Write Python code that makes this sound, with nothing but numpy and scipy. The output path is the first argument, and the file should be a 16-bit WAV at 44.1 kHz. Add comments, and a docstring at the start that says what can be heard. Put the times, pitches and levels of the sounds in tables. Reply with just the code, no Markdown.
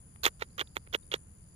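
"""From the start a field rumbles and hisses, made of random noise spectra, on two microphone ports.
Over it insects chirr in narrow high bands of pulsed noise, and near singers on the left whistle downwards.
From 0.16 s something stiff and dry (stems or a cord being tugged) crackles six times close to the right
port. Each tug is a run of sharp ticks with a hollow knock, made of short dying tones, over a fine crackle
of tiny random clicks."""
import sys
import numpy as np
from scipy import signal
from scipy.io import wavfile
from scipy.ndimage import uniform_filter1d

SR = 44100
rng = np.random.default_rng(int(sys.argv[2]) if len(sys.argv) > 2 else 0)


def natural_amplitude(level_db):
    """Convert a level in decibels to a linear amplitude factor, elementwise."""
    exponent = np.asarray(level_db, float) / 20
    return 10 ** exponent


def master_out(mix):
    """Clip the mix to full scale and print it as 16-bit PCM to the path in sys.argv[1]."""
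    frames = np.transpose(np.atleast_2d(mix))
    ceiling = np.clip(frames, -1, 1)
    pcm = np.round(ceiling * 32767).astype(np.int16)
    wavfile.write(sys.argv[1], SR, pcm)


N = 68355  # length in samples

# How loud the insects are over time, each band rising and sinking on its own.
# Each row: time in seconds, then gain in dB of the bands near 10 kHz, 7 kHz and 5 kHz.
SWELL_CURVES = [(0, -0.5, 0.054, 0.5), (.5, -3.5, 0.97, 8.5), (.7, -4.5, -0.14, 12), (.85, -3.5, -2, 4.5),
                (1.05, 1, 0.64, 5), (1.25, -2, 0.17, -1.5), (1.55, -3, 0.48, 7)]
FLUTTER_DB = 1.0  # quick unsteadiness of every insect, rms


def read(points, hz):
    """Looks up the value of a (Hz, value) table, with pitch on a logarithmic scale."""
    f, value = np.transpose(points)
    return np.interp(np.log(hz + 1), np.log(f + 1), value)


def evened(x):
    """Scales a sound to an rms of 1."""
    return x / np.sqrt(np.mean(x ** 2) + 1e-20)


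def coloured(x, points):
    """Filters a sound with the gains of a (Hz, dB) table, without sounding ahead of its cause."""
    hz = abs(np.fft.fftfreq(8192, 1 / SR))
    log_gain = read(points, hz) * np.log(10) / 20
    # the Hilbert transform gives the phase that packs the response as early as possible
    response = np.exp(np.conj(signal.hilbert(log_gain)))
    taps = np.fft.ifft(response).real[:2048]
    return signal.oaconvolve(x, taps)[:N]


def resonate(x, hz, width):
    """Rings like one fixed resonance of gain 1, the width in Hz setting how fast it dies."""
    turn = np.exp(2j * np.pi * hz * np.arange(len(x)) / SR)
    r = np.exp(-np.pi * width / SR)
    # shift the band down to 0 Hz, smooth there, and shift it back up
    smooth = signal.lfilter([1 - r], [1, -r], x / turn)
    return 2 * (turn * smooth).real


def wander(rate):
    """Drifts irregularly at rms 1: twelve sines up to rate (Hz), the slow ones stronger."""
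    t = np.arange(N) / SR
    drift = 0
    for f in np.geomspace(rate / 20, rate, 12):
        drift = drift + np.sin(2 * np.pi * (f * t + rng.random())) / np.sqrt(f)
    return evened(drift)


def air():
    """Open-field rumble and hiss: random short-time spectra, bass alike in both ports, in faint patches."""
    # Balance of rumble and hiss. Each row: pitch in Hz, relative level in dB.
    air_colour = [(12, -33.5), (22, -16), (65, -0.5), (110, -6), (175, -8.5), (260, -20), (700, -32),
                  (1600, -36), (3500, -44.5), (6000, -47), (10000, -48.5), (12000, -57.5), (16000, -46)]
    # How alike the two ports are. Each row: pitch in Hz, likeness from 0 to 1.
    likeness = [(60, 0.99), (200, 0.88), (380, 0.33), (700, 0.19), (1300, 0.016), (16000, .0)]
    air_db, patch_db = -53, -0.5  # overall rms level; rms gain of the patches (the sign only flips them)
    frames, hz = N // 512 + 5, np.fft.rfftfreq(2048, 1 / SR)
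    a, b, c, d, patches = rng.standard_normal((frames, 1025, 5)).T
    patches = uniform_filter1d(patches, size=20, axis=0)  # broad in pitch
    patches = evened(uniform_filter1d(patches, size=6, axis=1))  # and lasting in time
    same = read(likeness, hz)[:, None]
    left = a + 1j * b
    right = same * left + np.sqrt(1 - same ** 2) * (c + 1j * d)
    spectra = np.array([left, right])
    spectra *= natural_amplitude(read(air_colour, hz)[:, None] + patch_db * patches)
    sound = signal.istft(spectra, nperseg=2048, noverlap=1536)[1][:, :N]
    return natural_amplitude(air_db) * evened(sound)


def insects():
    """Choirs of quick scraped pulses: noise rings in narrow bands, drawn separately for each port."""
    # The choirs. Each row: pitch in Hz, width in Hz of each of two resonances, level in dB before swelling,
    # depth of the pulses from 0 to 1, left minus right in dB.
    choirs = [(7020, 560, -78, .3, -22.5), (6640, 1200, -78.5, 0.2, 1), (4815, 410, -84, 0.5, -5),
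              (14360, 270, -87, .3, -0.5), (9720, 600, -76.5, 0.7, 8)]
    # One number per choir: the column of the swell curves it follows.
    swell_columns = [2, 2, 3, 2, 1]
    pulses_per_s, slip_turns = [78, 88], .05  # mean rates; rms drift of the beat in cycles
    t, out = np.arange(N) / SR, np.zeros((2, N))
    beats = []
    for rate in pulses_per_s:
        turns = rate * t + rng.random() + slip_turns * wander(16)
        beats.append(np.cos(2 * np.pi * turns))
    for (hz, width, level_db, depth, pan_db), column in zip(choirs, swell_columns):
        beat = beats[column - 2]  # column 2 takes the slower beat, columns 1 and 3 the faster
        pulses = (1 + depth * beat) * natural_amplitude(FLUTTER_DB * wander(30))
        swell = natural_amplitude(np.interp(t, *np.transpose(SWELL_CURVES)[[0, column]]))
        for port, side in enumerate((.5, -.5)):
            noise = rng.standard_normal(N)
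            wings = resonate(resonate(noise, hz, width), hz, width)
            out[port] += natural_amplitude(level_db + side * pan_db) * swell * evened(pulses * wings)
    return out


def singers():
    """Near singers drift in and out of step, each chirp a short rough whistle that slides down."""
    # The singers. Each row: mean chirps per second, time offset of the chirps in seconds,
    # level in dB relative to the nearest singer.
    near_singers = [(88.3, .0099, 0), (89.4, .011, -4), (98, .004, -7)]
    top_hz, fall_hz, roughness = 10150, 950, .55  # start of the slide; its fall; rms roughness
    singers_db, right_db = -72, -13.5  # nearest singer before flutter and swell; right port against left
    t, out = np.arange(N) / SR, 0
    for rate, start, level_db in near_singers:
        u = (rate * (t - start) + .05 * wander(15)) % 1  # place within the chirp, 0 to 1
        tone = np.sin(2 * np.pi * np.cumsum(top_hz - fall_hz * u ** 1.5) / SR)
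        rough = 1 + roughness * evened(uniform_filter1d(rng.standard_normal(N), size=30))
        chirps = evened(np.sin(np.pi * u ** .8) ** 2 * rough * tone)
        out = out + natural_amplitude(singers_db + level_db + FLUTTER_DB * wander(30)) * chirps
    swell = natural_amplitude(np.interp(t, *np.transpose(SWELL_CURVES)[:2]))
    return out * swell * natural_amplitude(np.array([[0], [right_db]]))


def ticks():
    """Each tick is a sudden inward snap that sets off several dying tones, grouped in four voices."""
    # Single ticks. Each row: start in seconds, levels in dB of the knock, body, ring and bright voices,
    # pitch of the ring in Hz.
    single_ticks = [(0.1602, -55, -44, -82, -59, 2860), (0.2347, -49, -43, -17.5, -32, 4260),
                    (0.24, -46, -49, -16.5, -30, 4100), (0.2419, -49, -36, -23, -19.5, 3660),
                    (0.2464, -63, -56, -17.5, -29, 3600), (0.2501, -37, -44, -15, -41, 3550),
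                    (0.254, -30, -16.5, -3.5, -21.5, 3455), (0.262, -22, -43, -14, -18, 3360),
                    (0.2648, -11.5, -7.5, -16, -14.5, 2850), (0.266, -35, -35, -10.5, -22, 2580),
                    (0.2758, -34.5, -50, -46.5, -43, 3520), (0.2811, -44, -26, -31, -34, 2950),
                    (0.4134, -66, -37.5, -39, -49, 3530), (0.4201, -19, -26, -55, -55, 2680),
                    (0.4223, -30, -18.5, -32.5, -55.5, 3670), (0.4244, -24.5, -21.5, -24.5, -38, 3640),
                    (0.5041, -46, -60.5, -59.5, -66, 4160), (0.5801, -59, -46, -29.5, -34.5, 3890),
                    (0.5856, -51, -43, -28, -59.5, 3120), (0.5941, -24.5, -24, -19.5, -31, 3400),
                    (0.6, -54, -62, -24.5, -54, 3020), (0.6053, -26.5, -29, -17, -40.5, 2970),
                    (0.6115, -25, -21, -17.5, -37, 3270), (0.6142, -22.5, -20.5, -25, -59, 2310),
                    (0.6194, -43, -35, -42, -58, 3170), (0.6737, -58.5, -66.5, -44.5, -65, 3676),
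                    (0.7602, -45, -40.5, -43.5, -58.5, 3510), (0.7679, -21, -16, -20, -27, 3200),
                    (0.771, -32, -35.5, -53.5, -45, 3240), (0.868, -61, -49.5, -56, -80, 4200),
                    (0.874, -37.5, -42, -74, -66.5, 2540), (0.9285, -54, -44, -35.5, -60, 3400),
                    (0.934, -28, -49, -31.5, -52, 3160), (0.9389, -56, -25.5, -29, -62, 3150),
                    (0.9429, -30.5, -29, -27, -51, 3100), (0.9458, -59, -32, -13, -48, 2825),
                    (0.9492, -10.5, -15, -17.5, -54, 3190), (0.9561, -30.5, -50, -48, -39.5, 2700),
                    (1.027, -71, -65, -54.5, -66.5, 3750), (1.1168, -34, -45, -17, -54, 3310),
                    (1.1221, -25.5, -28, -28.5, -58, 3400), (1.1238, -38, -35, -31, -56, 3020),
                    (1.1305, -42, -27.5, -20, -57.5, 2760), (1.1393, -16, -21.5, -16.5, -25.5, 3030),
                    (1.1415, -12.5, -17, -15, -30, 3300)]
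    # The tones of a tick. Each row: mean pitch in Hz, seconds to die by 60 dB, rise time in seconds,
    # level in dB on top of its voice. Faint ticks lengthen both times.
    tick_modes = [(408, 0.013, 0.0017, -5), (502, 0.0088, .001, 2), (928, 0.023, .00003, -17),
                  (1436, 0.0092, 0.000079, -3), (2010, 0.0037, .00003, 1.5), (2085, 0.0066, 0.00004, -4),
                  (3400, 0.007, 0.0004, 5), (6650, 0.0034, 0.00009, 6.5), (14340, 0.0039, 0.000027, -6)]
    voice_of_mode = [0, 0, 1, 1, 1, 1, 2, 3, 3]  # 0 knock, 1 body, 2 ring, 3 bright
    ring_mode = 6  # this row takes its pitch from the tick instead
    detune, ring_rough = .03, .5  # rms spread of pitch; a ring is chattering, not pure
    faint_db, faint_slower = -45, 2.5  # faint ticks come on and die more softly
    out, t = np.zeros(N + 4000), np.arange(3000) / SR
    bend = 1 + detune * rng.standard_normal((len(single_ticks), len(tick_modes)))
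    chatter = 1 + ring_rough * evened(uniform_filter1d(rng.standard_normal(N + 4000), size=20))
    for (start, *voices_db, ring_hz), bends in zip(single_ticks, bend):
        at = int(start * SR)
        slow = faint_slower if max(voices_db) < faint_db else 1
        for m, (hz, t60, rise, db) in enumerate(tick_modes):
            hz = ring_hz if m == ring_mode else hz * bends[m]
            decay = natural_amplitude(voices_db[voice_of_mode[m]] + db - 60 * t / (t60 * slow))
            shape = decay * (1 - np.exp(-t / (rise * slow ** 2)))
            if m == ring_mode:
                shape *= chatter[at:at + 3000]
            out[at:at + 3000] -= shape * np.sin(2 * np.pi * hz * t)  # minus: the snap starts inward
    return out[:N]


def crackle():
    """Dense small grains swell to the peak of each tug and then fade."""
    # The tugs. Each row: start in seconds, peak in seconds, start level in dB, peak level in dB,
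    # seconds from the peak to 60 dB down, extra dB in the treble band, extra dB in the topmost band.
    tugs = [(0.2325, 0.267, -30.5, -27.5, 0.032, 16, 2), (0.395, 0.414, -55, -44, 0.05, 0.5, 4),
            (0.5794, 0.607, -38.5, -36, 0.033, 9.5, 3), (0.755, 0.769, -48, -44, 0.021, 13, 2),
            (0.9259, 0.952, -42, -37, 0.018, 6.5, 8.5), (1.1143, 1.138, -39.5, -37.5, 0.046, 4, -8)]
    # Colour of the grains. Each row: pitch in Hz, relative level in dB.
    grain_colour = [(200, -38), (450, 3), (750, -11), (1400, 4.5), (2400, -4), (3500, -5), (4300, -5),
                    (4900, -14), (6400, -11), (10000, -28.5), (12600, -30.5), (14700, -19), (16000, -24.5)]
    a, b, c, d = 1800, 4800, 9000, 13500  # Hz; grains of different size crackle independently
    grains_per_s, spread_db = 4000, 4
    clump_db, fade_power = 4, 3  # grains clump for a few ms; a higher power: later start, steeper end of fade
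    t, level = np.arange(N) / SR, np.zeros((5, N))
    for start, peak, start_db, peak_db, fade, treble_db, top_db in tugs:
        swell_db = np.interp(t, [start, peak], [start_db, peak_db])
        fall_db = 60 * (np.maximum(t - peak, 0) / fade) ** fade_power
        shape = (t > start) * natural_amplitude(swell_db - fall_db)
        level += shape * natural_amplitude(np.array([0, 0, 0, treble_db, top_db]))[:, None]
    size = natural_amplitude(spread_db * np.minimum(rng.exponential(1, level.shape), 3))
    present = rng.random(level.shape) < grains_per_s / SR
    grains = rng.choice([-1., 1.], level.shape) * size * present
    clumps = evened(uniform_filter1d(rng.standard_normal(level.shape), size=150, axis=1))
    grains *= natural_amplitude(clump_db * clumps)
    grains = np.array([evened(g) for g in grains])
    grains /= coloured(grains[0], grain_colour).std()  # so that colouring leaves the rms near 1
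    bands = [(a, "low"), ([a, b], "band"), ([b, c], "band"), ([c, d], "band"), (d, "high")]
    mix = 0
    for (hz, kind), band_grains in zip(bands, grains * level):
        mix = mix + signal.sosfilt(signal.butter(3, hz, kind, fs=SR, output="sos"), band_grains)
    return coloured(mix, grain_colour)


def scene():
    """Air and insects all around, ticks and crackle near the right port, later and duller at the left."""
    # Shading of the left port, which is further from the ticks. Each row: pitch in Hz, gain in dB.
    far_shade = [(500, -9), (1200, -3.5), (2000, -9), (3400, -3), (7000, -24), (10000, -8), (15000, -18)]
    far_lag = 10  # samples
    around = air() + insects() + singers()
    low_cut = signal.butter(3, 335, "high", fs=SR, output="sos")  # small pieces radiate no bass
    near = signal.sosfilt(low_cut, ticks() + crackle())
    far = coloured(np.r_[np.zeros(far_lag), near[:-far_lag]], far_shade)
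    return np.array([far, near]) + around


def top_cut(x):
    """Nothing passes above the cut-off."""
    return signal.sosfilt(signal.butter(12, 16640, fs=SR, output="sos"), x)


def record(dry):
    """Each microphone port colours the sound in its own way, and a steep filter limits the treble."""
    # Colour of the left and right microphone ports. Each row: pitch in Hz, gain in dB.
    left_colour = [(3500, -2), (5100, -3), (5600, -11), (6500, -17), (7100, -10), (8200, -0.5), (10000, 11),
                   (10700, 5.5), (11300, -16.5), (13300, -16), (14300, -33.5), (16000, -50.5)]
    right_colour = [(7500, -1), (9800, -13.5), (10600, -23), (12000, -1), (15300, 2)]
    ports = np.array([coloured(dry[0], left_colour), coloured(dry[1], right_colour)])
    treble_limit = signal.firwin(255, 15350, window=("kaiser", 9), fs=SR)  # edge in Hz
    ports = signal.oaconvolve(ports, treble_limit[None], "same")
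    return top_cut(ports)


dry = scene()
out = record(dry)
master_out(out)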